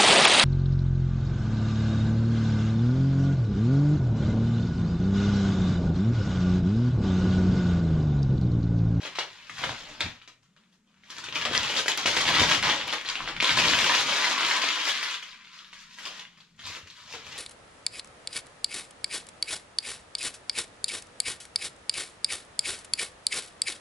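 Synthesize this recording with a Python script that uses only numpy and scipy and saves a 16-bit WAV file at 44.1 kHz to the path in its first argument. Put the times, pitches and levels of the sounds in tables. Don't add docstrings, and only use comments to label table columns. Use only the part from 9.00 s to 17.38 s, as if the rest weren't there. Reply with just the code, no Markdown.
import sys
import numpy as np
from scipy import signal
from scipy.fft import rfft, irfft, next_fast_len
from scipy.io import wavfile
from scipy.ndimage import uniform_filter1d, map_coordinates

SR = 44100
rng = np.random.default_rng(int(sys.argv[2]) if len(sys.argv) > 2 else 0)


def generate_wav(signal):
    frames = np.transpose(np.atleast_2d(signal))
    scaled = np.clip(frames, -1, 1) * 32767
    pcm = np.round(scaled).astype(np.int16)
    wavfile.write(sys.argv[1], SR, pcm)


def undo_db(level):
    steps = np.asarray(level, float) / 20
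    return 10 ** steps


N = 369558

# pitch_hz, level_db (per Hz)
PAPER_COLOUR = [(88, -40), (150, -12), (190, -11), (315, -5.5), (368, -10.5), (589, -7), (649, -9),
                (979, -4.5), (1500, -4.5), (3350, -2.5), (7040, -13.5), (8070, -23), (12700, -34),
                (15300, -44.5), (15700, -72)]


def unit(x):
    return x / np.sqrt(np.mean(x ** 2) + 1e-20)


def steady(x, size):
    power = uniform_filter1d(np.mean(np.atleast_2d(x) ** 2, 0), size=size)
    return x / np.sqrt(np.abs(power) + 1e-20)


def along(points, hz):
    f, v = np.transpose(points)
    return np.interp(np.log(hz + 1), np.log(f + 1), v)


def curves(rows):
    s, *cols = np.transpose(rows)
    return [np.interp(np.arange(N) / SR, s, c) for c in cols]


def wobble(rate):
    knots = rng.standard_normal(int(N * rate / SR) + 4)
    return map_coordinates(knots, [np.arange(N) * rate / SR])


def events_db(level):
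    t = np.arange(0, N / SR + .002, .001)
    gain = np.sqrt(np.sum(undo_db(level(t[:, None])) ** 2, 1))
    return np.interp(np.arange(N) / SR, t, gain)


def filtered(x, response):
    m = next_fast_len(x.shape[-1] + 8192)
    spectrum = rfft(x, m) * response(np.fft.rfftfreq(m, 1 / SR))
    return irfft(spectrum, m)[..., :x.shape[-1]]


def causal(points):
    def response(hz):
        cep = irfft(np.log(undo_db(np.maximum(along(points, hz), -70))))
        cep[1:len(cep) // 2] *= 2
        cep[len(cep) // 2 + 1:] = 0
        return np.exp(rfft(cep))
    return response


def spread(pair):
    # pitch_hz, likeness (-1 to 1)
    alike = [(100, .95), (500, .84), (1500, .7), (3000, .62), (5000, .15), (8000, -.3)]

    def turn(hz):
        angle = np.arccos(np.clip(along(alike, hz), -1, 1)) / 2
        return np.array([np.cos(angle), np.sin(angle)])
    mid, side = filtered(pair, turn)
    return np.array([mid + side, mid - side])


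def still_room():
    # pitch_hz, level_db (per Hz)
    hiss_colour = [(150, -33.5), (260, -1), (782, -14.5), (1270, -7.5), (3940, -20.5), (7070, -13),
                   (7940, -18.5), (14000, -36.5), (15500, -79)]
    noise = spread(rng.standard_normal((2, N)))
    hiss = unit(filtered(noise, lambda f: undo_db(along(hiss_colour, f))))
    return undo_db(-74 + .6 * wobble(8)) * hiss


def draught():
    # start_s, pitch_hz, level_db
    flue = [(0, 152.2, -60.5), (.5, 158, -72), (1.3, 140, -76), (1.44, 142.7, -71.5), (1.51, 185, -66.5),
            (1.56, 163.8, -69.5), (1.62, 196.7, -68), (1.72, 179.1, -68), (1.87, 200.9, -70),
            (2.0, 195.4, -68.5), (6.2, 165.6, -72), (6.4, 216.1, -70.5), (6.5, 174, -70), (6.6, 216.6, -71),
            (6.72, 182.5, -69), (7.0, 194.8, -65.5), (7.55, 172.7, -68.5), (7.7, 139.9, -81.5),
            (8.38, 141.3, -73)]
    hz, db = curves(flue)
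    flutter = wobble(85) + 1j * wobble(85) + 1.1
    turns = np.cumsum(hz + 6 * wobble(11)) / SR
    tone = np.real(flutter * np.exp(2j * np.pi * turns))
    return undo_db(db) * steady(tone, size=1300)


def thumps():
    # start_s, peak_db, pitch_hz
    blows = [
        (.7, -37.5, 124),
        (1.04, -37, 87.3),
        (2.182, -52, 131.7),
        (3.398, -25, 93.06),
        (7.638, -47.5, 92.04),
        (7.68, -51.5, 91.7),
        (7.829, -48.5, 88),
        (8.01, -63.5, 89.9),
        (8.14, -53, 90.14),
        (8.26, -51, 90.8),
    ]
    rise_s, decay_s = 0.019065, 0.01197
    out, t = np.zeros(N + SR), np.arange(SR // 4) / SR
    for s, db, hz in blows:
        swell = t / rise_s * np.exp(-t / decay_s)
        out[round(s * SR):][:len(t)] += undo_db(db + 11) * swell * np.sin(2 * np.pi * hz * t)
    return out[:N]


def flap():
    # start_s, boom_db, puff_db, swing_s (to swell or sink by 20 dB)
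    swings = [(.1, -70.5, -80, 2), (.67, -44.5, -67, 0.1758), (.9, -63, -60.5, 0.3794),
              (1.06, -41.5, -64.5, 0.1032), (2.55, -42.5, -63, 0.3353), (3.1, -47, -63.5, 0.1926),
              (3.41, -36, -52.5, 0.3426), (3.65, -41.5, -61, 0.3), (4.3, -50, -49.5, 0.24),
              (4.64, -37, -59, 0.3402), (5.0, -51.5, -67, 0.4), (5.45, -62.5, -76, .12),
              (5.75, -72, -74, .25), (6.33, -76, -74, 0.2809), (6.8, -74, -70.5, 0.3),
              (7.09, -70.5, -72, 0.31), (7.68, -55.5, -71, 0.2044), (7.86, -70, -81.5, 2),
              (8.29, -59, -76, 0.5)]
    # pitch_hz, level_db (per Hz)
    boom_colour = [(26, -39.5), (45, -7), (123, 0), (168, 2.5), (189, -10), (220, 1), (290, -12),
                   (480, -120)]
    # pitch_hz, level_db (per Hz)
    puff_colour = [(8, -33), (22, 5.5), (40, -9), (60, -24), (90, -61)]
    calm_db = -92
    s, boom_db, puff_db, swing_s = np.transpose(swings)
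    layers = []
    for peak_db, colour in ((boom_db, boom_colour), (puff_db, puff_colour)):
        level = undo_db(calm_db) + events_db(lambda t: peak_db - 20 * np.abs(t - s) / swing_s)
        air = filtered(spread(rng.standard_normal((2, N))), lambda f: undo_db(along(colour, f)))
        layers.append(level * steady(air * undo_db(4.5 * wobble(13)), size=6000))
    return sum(layers)


def room(x, count=40):
    # pitch_hz, fall_s (time to fall by 60 dB)
    wall_fall = [(150, 0.34), (700, 0.29028), (2000, 0.3), (5000, 0.26), (13000, 0.25)]
    onset_s = 0.00078
    out, step = np.zeros((2, N + SR)), 1280
    hz, t, z = signal.stft(rng.standard_normal((count, 2, SR // 3)), SR, nperseg=256)
    fall = undo_db(-60 * t / along(wall_fall, hz)[:, None])
    tails = signal.istft(z * fall, SR, nperseg=256)[1]
    tails = tails * (1 - np.exp(-np.arange(tails.shape[-1]) / SR / onset_s))
    m = next_fast_len(tails.shape[-1] + 2 * step, real=True)
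    walls = rfft(tails / np.linalg.norm(tails[:, :1], axis=2, keepdims=True), m)
    fade = np.sin(np.pi * np.arange(2 * step) / (2 * step))
    for n, start in enumerate(range(0, N - step, step)):
        piece = x[start:start + 2 * step]
        out[:, start:start + m] += irfft(rfft(piece * fade[:len(piece)], m) * walls[n % count], m)
    return spread(out[:, :N])


def hushed(x):
    hush_db, hush_power = -66.5, 0.2327
    level = np.sqrt(np.abs(uniform_filter1d(np.mean(x ** 2, 0), size=900)) + 1e-20)
    return x * np.minimum(level / undo_db(hush_db), 1) ** hush_power


def ticks():
    # start_s, peak_db, pitch_hz
    fibres = [(2.5775, -3.5, 4920), (2.9, -18, 11000), (2.881, -16, 9500), (2.917, -18.5, 6300),
              (2.975, -14, 11213), (3.214, -16.5, 8350), (3.565, -30.5, 10620), (3.627, -20, 9247),
              (3.878, -23, 10786), (3.928, -29, 8900), (4.1, -13, 4541), (5.563, -31, 11500),
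              (1.006, -26.5, 7534), (2.543, -33, 8000), (2.632, -24.5, 7100), (2.773, -30, 8000),
              (3.068, -22.5, 8500), (3.272, -25, 8000), (4.4437, -22.5, 7500), (4.5824, -29, 7745),
              (4.402, -16.5, 3000), (4.4075, -12, 3400), (4.482, -20, 3500), (4.652, -9.5, 2870),
              (2.3575, -33.5, 10500), (1.727, -62, 9500), (2.8805, -28, 13000), (2.9175, -31, 12000),
              (6.029, -19, 1500), (5.954, -19, 3100)]
    out, t = np.zeros(N), np.arange(-16, 16) / SR
    for s, db, hz in fibres:
        bell = np.exp(-(hz * t / 1.1) ** 2)
        out[round(s * SR):][:len(t)] += undo_db(db) * np.cos(2 * np.pi * hz * t) * bell
    return out


def clicks(s, hz, turns, gain, pan_db):
    k = np.arange(128)
    phase = np.float32(2 * np.pi * hz[:, None] * k / SR)
    life = phase / np.float32(2 * np.pi * turns[:, None])
    ring = np.cos(phase) * np.sqrt(life) * np.exp(-1.6 * life) * np.hanning(257)[128:256]
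    ring = ring / np.abs(ring).max(1, keepdims=True)
    where = (np.round(s * SR).astype(int)[:, None] + k).ravel()
    lag = np.repeat(np.round(pan_db / 4.5).astype(int), len(k))

    def side(db, late):
        rings = (ring * (gain * undo_db(db))[:, None]).ravel()
        return np.bincount(where + 4 + late, rings, N + 256)[:N]
    return np.array([side(pan_db / 2, 0), side(-pan_db / 2, lag)])


def creases():
    # start_s, peak_db, ring_hz, avalanche_db (re peak)
    dry_creases = [(1.006, -15, 2150, -12), (1.276, -38.5, 1900, -1), (1.429, -63, 1281, -4),
                   (1.726, -58, 3774, -12.5), (2.413, -22.5, 2489, -5), (2.632, -15, 4070, -16),
                   (2.86, -19.5, 1500, -11.5), (2.881, -17.5, 3090, -2.5), (2.975, -18.5, 3120, -4.5),
                   (3.058, -14.5, 2382, -4), (3.208, -16, 3510, -8.5), (3.406, -14, 2084, -22),
                   (3.627, -14.5, 2362, -16.5), (4.012, -23, 2275, -29), (4.049, -26.5, 1850, -2.5),
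                   (4.426, -12, 2597, -15), (4.575, -15.5, 1930, -6), (4.649, -14, 2819, -30),
                   (5.685, -19, 2220, -16), (5.887, -25, 3100, -4), (5.953, -28, 2019, -9),
                   (6.986, -31.5, 1720, -9), (7.374, -47, 3229, -6), (7.592, -39.5, 1686, -5.5),
                   (7.87, -41.5, 1654, -6), (8.266, -36, 1615, -12)]
    plain_creases = [(.153, -28, 2380, -4), (.186, -17, 1492, -5.5), (.582, -29, 1673, -7.5),
                     (1.564, -49.5, 1300, -3.5), (2.036, -42.5, 2091, -25), (2.102, -28.5, 3476, -8),
                     (2.166, -35.5, 1320, -5), (2.182, -31, 1785, -7), (2.239, -31, 1868, -2),
                     (2.286, -27, 2450, -9), (2.452, -10.5, 3300, -14.5), (2.696, -16.5, 3110, -12),
                     (2.764, -19, 2090, -9.5), (2.787, -18.5, 3270, -10.5), (3.168, -12.5, 3700, -12),
                     (3.338, -18, 1715, -12), (3.927, -13, 3676, -7.5), (4.088, -15, 3772, -9.5),
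                     (4.155, -16, 2723, -21), (4.276, -19, 1580, -18), (4.365, -20, 2250, -15),
                     (6.226, -28, 3200, -12.5), (6.729, -35.5, 2895, -7), (7.053, -26, 2796, -8),
                     (7.404, -38.5, 4305, -12.5), (8.33, -35, 2600, -12)]
    limp_creases = [(.052, -29, 2742, -28.5), (.496, -25.5, 1590, -15.5), (.638, -14, 1616, -11),
                    (.693, -18, 970, -27), (1.0115, -13, 3701, -19), (1.216, -38.5, 2237, -6),
                    (2.325, -18.5, 3266, -18.5), (2.357, -14.5, 2618, -23), (4.735, -8.5, 1790, -35),
                    (3.073, -7.5, 4291, -23), (3.795, -26, 3348, -9), (4.204, -21.5, 967.5, -19),
                    (4.402, -10, 2380, -28), (4.407, -11, 3262, -30), (4.445, -7, 3600, -22),
                    (4.493, -8, 2443, -27), (5.408, -14.5, 1070, -19), (6.029, -18, 1700, -13),
                    (6.539, -42.5, 2650, -12), (6.59, -32, 3625, -27.5), (7.902, -29.5, 4053, -22.5)]
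    # start_s, peak_db, ring_hz
    small_pops = [(.388, -42, 2710), (1.062, -21, 2500), (1.535, -63, 3230), (1.636, -52.5, 2070),
                  (1.847, -62.5, 2500), (1.942, -49, 1682), (1.972, -53, 1335), (2.918, -8.5, 3530),
                  (3.232, -18, 3660), (3.256, -15.5, 3140), (3.289, -5, 3400), (3.313, -12.5, 1980),
                  (3.435, -13, 1850), (3.547, -9, 2670), (3.644, -15, 3140), (3.691, -13, 3100),
                  (3.706, -11.5, 3430), (3.813, -15, 2630), (3.832, -23.5, 3050), (3.983, -18.5, 2283),
                  (4.064, -16, 3830), (4.258, -26, 990), (4.296, -19, 1255), (4.32, -27.5, 1160),
                  (4.347, -27, 1723), (4.481, -10.5, 2020), (4.504, -6.5, 3250), (4.636, -10.5, 2380),
                  (4.678, -8.5, 3250), (4.698, -15, 1720), (4.787, -9, 2370), (4.873, -13, 3440),
                  (4.895, -16, 2330), (4.949, -7.5, 2970), (5.02, -13.5, 3798), (5.133, -19, 2070),
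                  (5.149, -21, 3570), (5.18, -13.5, 3830), (5.243, -9, 1675), (5.312, -12, 3434),
                  (5.449, -16, 2410), (5.511, -10, 1492), (5.563, -15, 3530), (5.617, -15, 2201),
                  (5.635, -17.5, 2970), (5.652, -24, 3100), (5.762, -27, 2240), (5.788, -18.5, 3477),
                  (5.811, -22, 2144), (5.998, -29, 2200), (6.067, -28.5, 2843), (6.411, -37, 2409),
                  (6.447, -35, 2250), (6.472, -33.5, 2500), (6.646, -31.5, 3573), (6.845, -46, 1900),
                  (7.195, -23, 3700), (7.252, -31.5, 2072), (7.606, -37.5, 3360), (7.75, -23.5, 2020)]
    pops = [(s, db - 3.5, hz, -23.5) for s, db, hz in small_pops]
    rows = []
    for kind, crack_db in ((dry_creases, -23.5), (plain_creases, -33), (limp_creases, -40.5), (pops, -38.5)):
        rows += [(*crease, crack_db) for crease in kind]
    return np.transpose(rows)


def snaps():
    # start_s, peak_db, pitch_hz
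    slaps = [(0.052, -33.5, 460.5), (0.186, -24.5, 630), (0.635, -27, 792.9), (2.285, -40, 277),
             (2.512, -28.5, 326), (2.763, -31, 467), (2.859, -30.5, 502.6), (3.056, -24.5, 320),
             (3.416, -20, 317), (3.927, -27, 765.2), (4.426, -22, 580), (5.64, -25, 651),
             (5.876, -28.5, 740), (7.065, -44, 735.9), (6.73, -54, 802), (7.701, -46.5, 330),
             (7.77, -44, 380), (7.86, -53.5, 300), (8.143, -38.5, 477.4)]
    slap_low_hz = 130
    s, db, hz, _, crack_db = creases()
    draw = rng.random((len(s), 4))
    sign, pan_db = np.sign(draw[:, 0] - .5), 5 * (draw[:, 3] - .5)
    ring = clicks(s, hz, 1.5 + draw[:, 1], sign * undo_db(db + 2.5), pan_db)
    echo_s = s + 0.0007992 + .0009 * draw[:, 2]
    echo = clicks(echo_s, 1.55 * hz, 1.2 + 0 * s, -sign * undo_db(db + 1.5), -pan_db)
    crack = clicks(s, 9500 + 0 * s, .7 + 0 * s, sign * undo_db(db + crack_db + 40), 2.5 * pan_db)
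    s, db, hz = np.transpose(slaps)
    slap = clicks(s, hz, 2.6 + 0 * s, undo_db(db + 3.5), 0 * s)
    slap = filtered(slap, lambda f: (1j * f / (1j * f + slap_low_hz)) ** 3)
    return filtered(ring + echo + crack, causal(PAPER_COLOUR)) + slap


def avalanche():
    rise_s, decay_s = 0.0012, 0.0075
    s, db, _, after_db, _ = creases()
    kicks = np.bincount(np.round(s * SR).astype(int), undo_db(db + after_db), N)
    t = np.arange(SR // 8) / SR
    burst = np.exp(-t / decay_s) * (1 - np.exp(-t / rise_s))
    return signal.fftconvolve(kicks, burst)[:N]


def hands():
    # start_s, level_db
    fingers = [(0, -43), (.25, -48), (.37, -49), (.93, -43.5), (.99, -51), (1.37, -78.5), (1.57, -74.5),
               (1.82, -80.5), (2.0, -66), (2.6, -46), (4.36, -46), (5.0, -34), (5.36, -29), (5.6, -30),
               (5.75, -33), (6.12, -38.5), (6.19, -52), (6.45, -52), (6.89, -54.5), (7.35, -61.5),
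               (7.54, -69), (7.84, -55.5), (8.38, -44.5)]
    # start_s, length_s, start_db, end_db
    peel = [(0.019, 0.04422, -41.5, -32), (0.16, 0.03127, -44, -42.5), (0.542, 0.0998, -44.5, -31.5),
            (0.674, 0.13, -36, -44), (1.002, 0.0295, -38.5, -41.5), (1.04, 0.19, -40, -64),
            (1.424, 0.0364, -69.5, -70), (1.599, 0.044, -68, -72), (1.672, 0.02956, -67.5, -77.5),
            (1.72, 0.02747, -66, -71.5), (1.872, .05, -67.5, -69.5), (2.037, 0.0827, -60.5, -47),
            (2.128, 0.153, -46.5, -43)]
    shake = [(2.35, .012, -29, -26.5), (2.365, 0.0747, -33.5, -34.5), (2.455, 0.02933, -29, -35.5),
             (2.508, 0.049, -31.5, -21.5), (2.553, 0.018, -22.5, -28), (2.575, 0.11493, -31, -28),
             (2.7, 0.089, -34, -24.5), (2.885, 0.05, -34, -42), (2.985, 0.05954, -33, -34),
             (3.07, 0.082, -27, -27), (3.168, 0.078, -22.5, -32), (3.255, 0.035, -24.5, -19.5),
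             (3.3, 0.03178, -25, -25.5), (3.338, 0.061, -20, -20.5), (3.385, 0.053, -20.5, -20),
             (3.445, 0.023, -33, -31.5), (3.48, 0.03209, -22.5, -17.5), (3.519, 0.07158, -19.5, -32.5),
             (3.635, 0.061, -21.5, -21.5), (3.7, 0.15, -24.5, -39), (3.875, 0.0454, -27.5, -31.5),
             (3.94, 0.055, -39.5, -38.5), (4.075, 0.181, -36, -39), (4.27, 0.02286, -32.5, -31.5)]
    crumple = [(4.424, 0.0928, -24.5, -24.5), (4.525, .035, -28, -28), (4.568, 0.038, -21.5, -19),
               (4.625, 0.03024, -24, -23), (4.665, 0.088, -22.5, -22), (4.775, 0.02578, -21.5, -24),
               (4.81, 0.07823, -22, -22.5), (4.895, .04, -22, -22), (4.94, 0.07063, -21.5, -23.5),
               (5.06, 0.073, -25.5, -24), (5.149, 0.17, -24.5, -24.5), (5.379, 0.19, -26.5, -25),
               (5.619, 0.12, -23, -29), (5.765, 0.07257, -27.5, -30.5), (5.855, 0.028, -26, -23),
               (5.89, 0.12137, -28, -33.5), (6.03, 0.05739, -31, -33), (6.1, 0.04941, -30.5, -31)]
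    stuff = [(6.2, 0.1427, -45.5, -46), (6.53, 0.08, -47, -50), (6.75, 0.082, -51.5, -49),
             (6.91, 0.03452, -50.5, -47), (6.98, 0.1077, -46, -38.5), (7.1, 0.11057, -45, -41.5),
             (7.57, 0.022, -62, -54), (7.61, 0.0652, -48, -34), (7.69, 0.08667, -39.5, -42),
             (7.96, 0.0516, -51.5, -48.5), (8.07, 0.078, -52, -35.5), (8.25, 0.14, -49, -38.5)]
    seize_db_per_s, let_go_db_per_s = 1197.5, 602
    s, length, start_db, end_db = np.transpose(peel + shake + crumple + stuff)

    def grip_db(t):
        lean = start_db + (end_db - start_db) * np.clip((t - s) / length, 0, 1)
        before, after = np.maximum(s - t, 0), np.maximum(t - s - length, 0)
        return lean - seize_db_per_s * before - let_go_db_per_s * after
    return np.hypot(events_db(grip_db), undo_db(curves(fingers)[0]))


def voices(f):
    box_hz, box_width_hz = 994.4, 61.47
    body = 1 / (1 + (f / 935) ** 44)
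    bright = 1 - 1 / (1 + (f / 4600) ** 6)
    crisp = 1 - 1 / (1 + (f / 7800) ** 20)
    box = 1j * f * box_width_hz / (box_hz ** 2 - f * f + 1j * f * box_width_hz)
    return np.array([body, bright, crisp, box * (1 - body)])[:, None]


def crackle(count=28000):
    # start_s, body_db (re crackle)
    sheet = [(0, -7), (.14, -17.5), (.53, -18), (.67, -11), (1.1, -11.5), (1.17, -24), (1.3, -18),
             (1.93, -14), (2.1, -16.5), (2.46, -16), (2.56, -14), (3.0, -12), (3.59, -14.5), (3.8, -10),
             (4.08, -20.5), (4.36, -7), (4.41, -21.5), (4.64, -12), (5.3, -16.5), (5.93, -19.5),
             (6.3, -24.5), (6.9, -28.5), (7.07, -15.5), (7.3, -18.5), (7.7, -17), (7.88, -27), (8.05, -19),
             (8.14, -12), (8.38, -12)]
    # start_s, brightness_db
    taut = [(0, -2.5), (.21, -2), (.64, 0), (1.0, 0), (1.2, -2.5), (1.45, 2.5), (1.6, -5), (1.73, 7),
            (1.84, -4), (2.1, 2), (2.45, -4), (2.92, 4.5), (3.3, -0.5), (3.62, -0.5), (3.9, -3),
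            (4.1, -1.5), (4.36, -2.5), (4.64, 1), (5.5, -1), (5.64, -3), (5.9, 0), (6.4, -2), (6.95, 4.5),
            (7.2, -0.5), (7.45, 2), (8.0, 3)]
    # start_s, level_db
    firebox_near = [(0, -13.5), (4.5, -14.5), (4.8, -1), (5.1, -9), (5.45, 6.5), (5.58, 5), (5.64, -4.5),
                    (6.1, -18), (8.38, -11)]
    draw = rng.random((count, 5))
    s = draw[:, 0] * (N - 1) / SR
    clump_db = 3.9 * wobble(40) + 1.72 * wobble(160)
    size_db = -3.6 * np.log(draw[:, 1] + .045) + clump_db[(s * SR).astype(int)]
    hz = 300 + 15500 * draw[:, 2] ** 1.4543
    sign = np.sign(draw[:, 3] - .5)
    pan_db = 6 * (np.abs(draw[:, 3] - .5) * 4 - 1)
    swarm = clicks(s, hz, .5 + 1.71 * draw[:, 4], sign * undo_db(size_db) * np.sqrt(hz / 3000), pan_db)
    swarm = filtered(swarm, lambda f: causal(PAPER_COLOUR)(f) * undo_db(1.22 * np.log2(f / 2000 + 0.28)))
    swarm = steady(swarm, size=1100)
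    body_db, = curves(sheet)
    taut_gain, near_db = undo_db(curves(taut)[0]), curves(firebox_near)[0]
    crisp_db = 1 - 0.25 * np.abs(body_db + 19.5)
    body, bright, crisp, box = filtered(swarm, voices)
    shaped = swarm + bright * (taut_gain - 1) + box * undo_db(near_db + 0.5)
    shaped = shaped + body * (undo_db(body_db + 13) - 1)
    shaped = shaped + crisp * (undo_db(crisp_db) - 1) * taut_gain
    return (undo_db(-5.0) * hands() + avalanche()) * shaped


def scene():
    swarm, single = crackle(), snaps()
    into_room = (swarm + undo_db(-2.5) * single).mean(0)
    air = swarm + single + undo_db(2.03) * room(into_room) + still_room()
    lows = flap() + thumps() + draught()
    return hushed(air + ticks()) + lows


def top_cut(x):
    return signal.sosfilt(signal.butter(12, 16670, fs=SR, output="sos"), x)


def record(dry):
    # pitch_hz, left_right_db
    ports = [(60, 3), (200, 1.5), (700, 0), (1400, 1.5), (2800, 3), (5600, 2.5), (8000, -1.5),
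             (10000, -3.5), (14000, -2)]
    late_samples = 1.6878

    def response(f):
        half = undo_db(along(ports, f) / 2) * np.exp(-1j * np.pi * f * late_samples / SR)
        top = 1 / (1 + (f / 16600) ** 100)
        return top * np.array([half, 1 / half])
    return top_cut(filtered(dry, response))


dry = scene()
out = record(dry)
generate_wav(out)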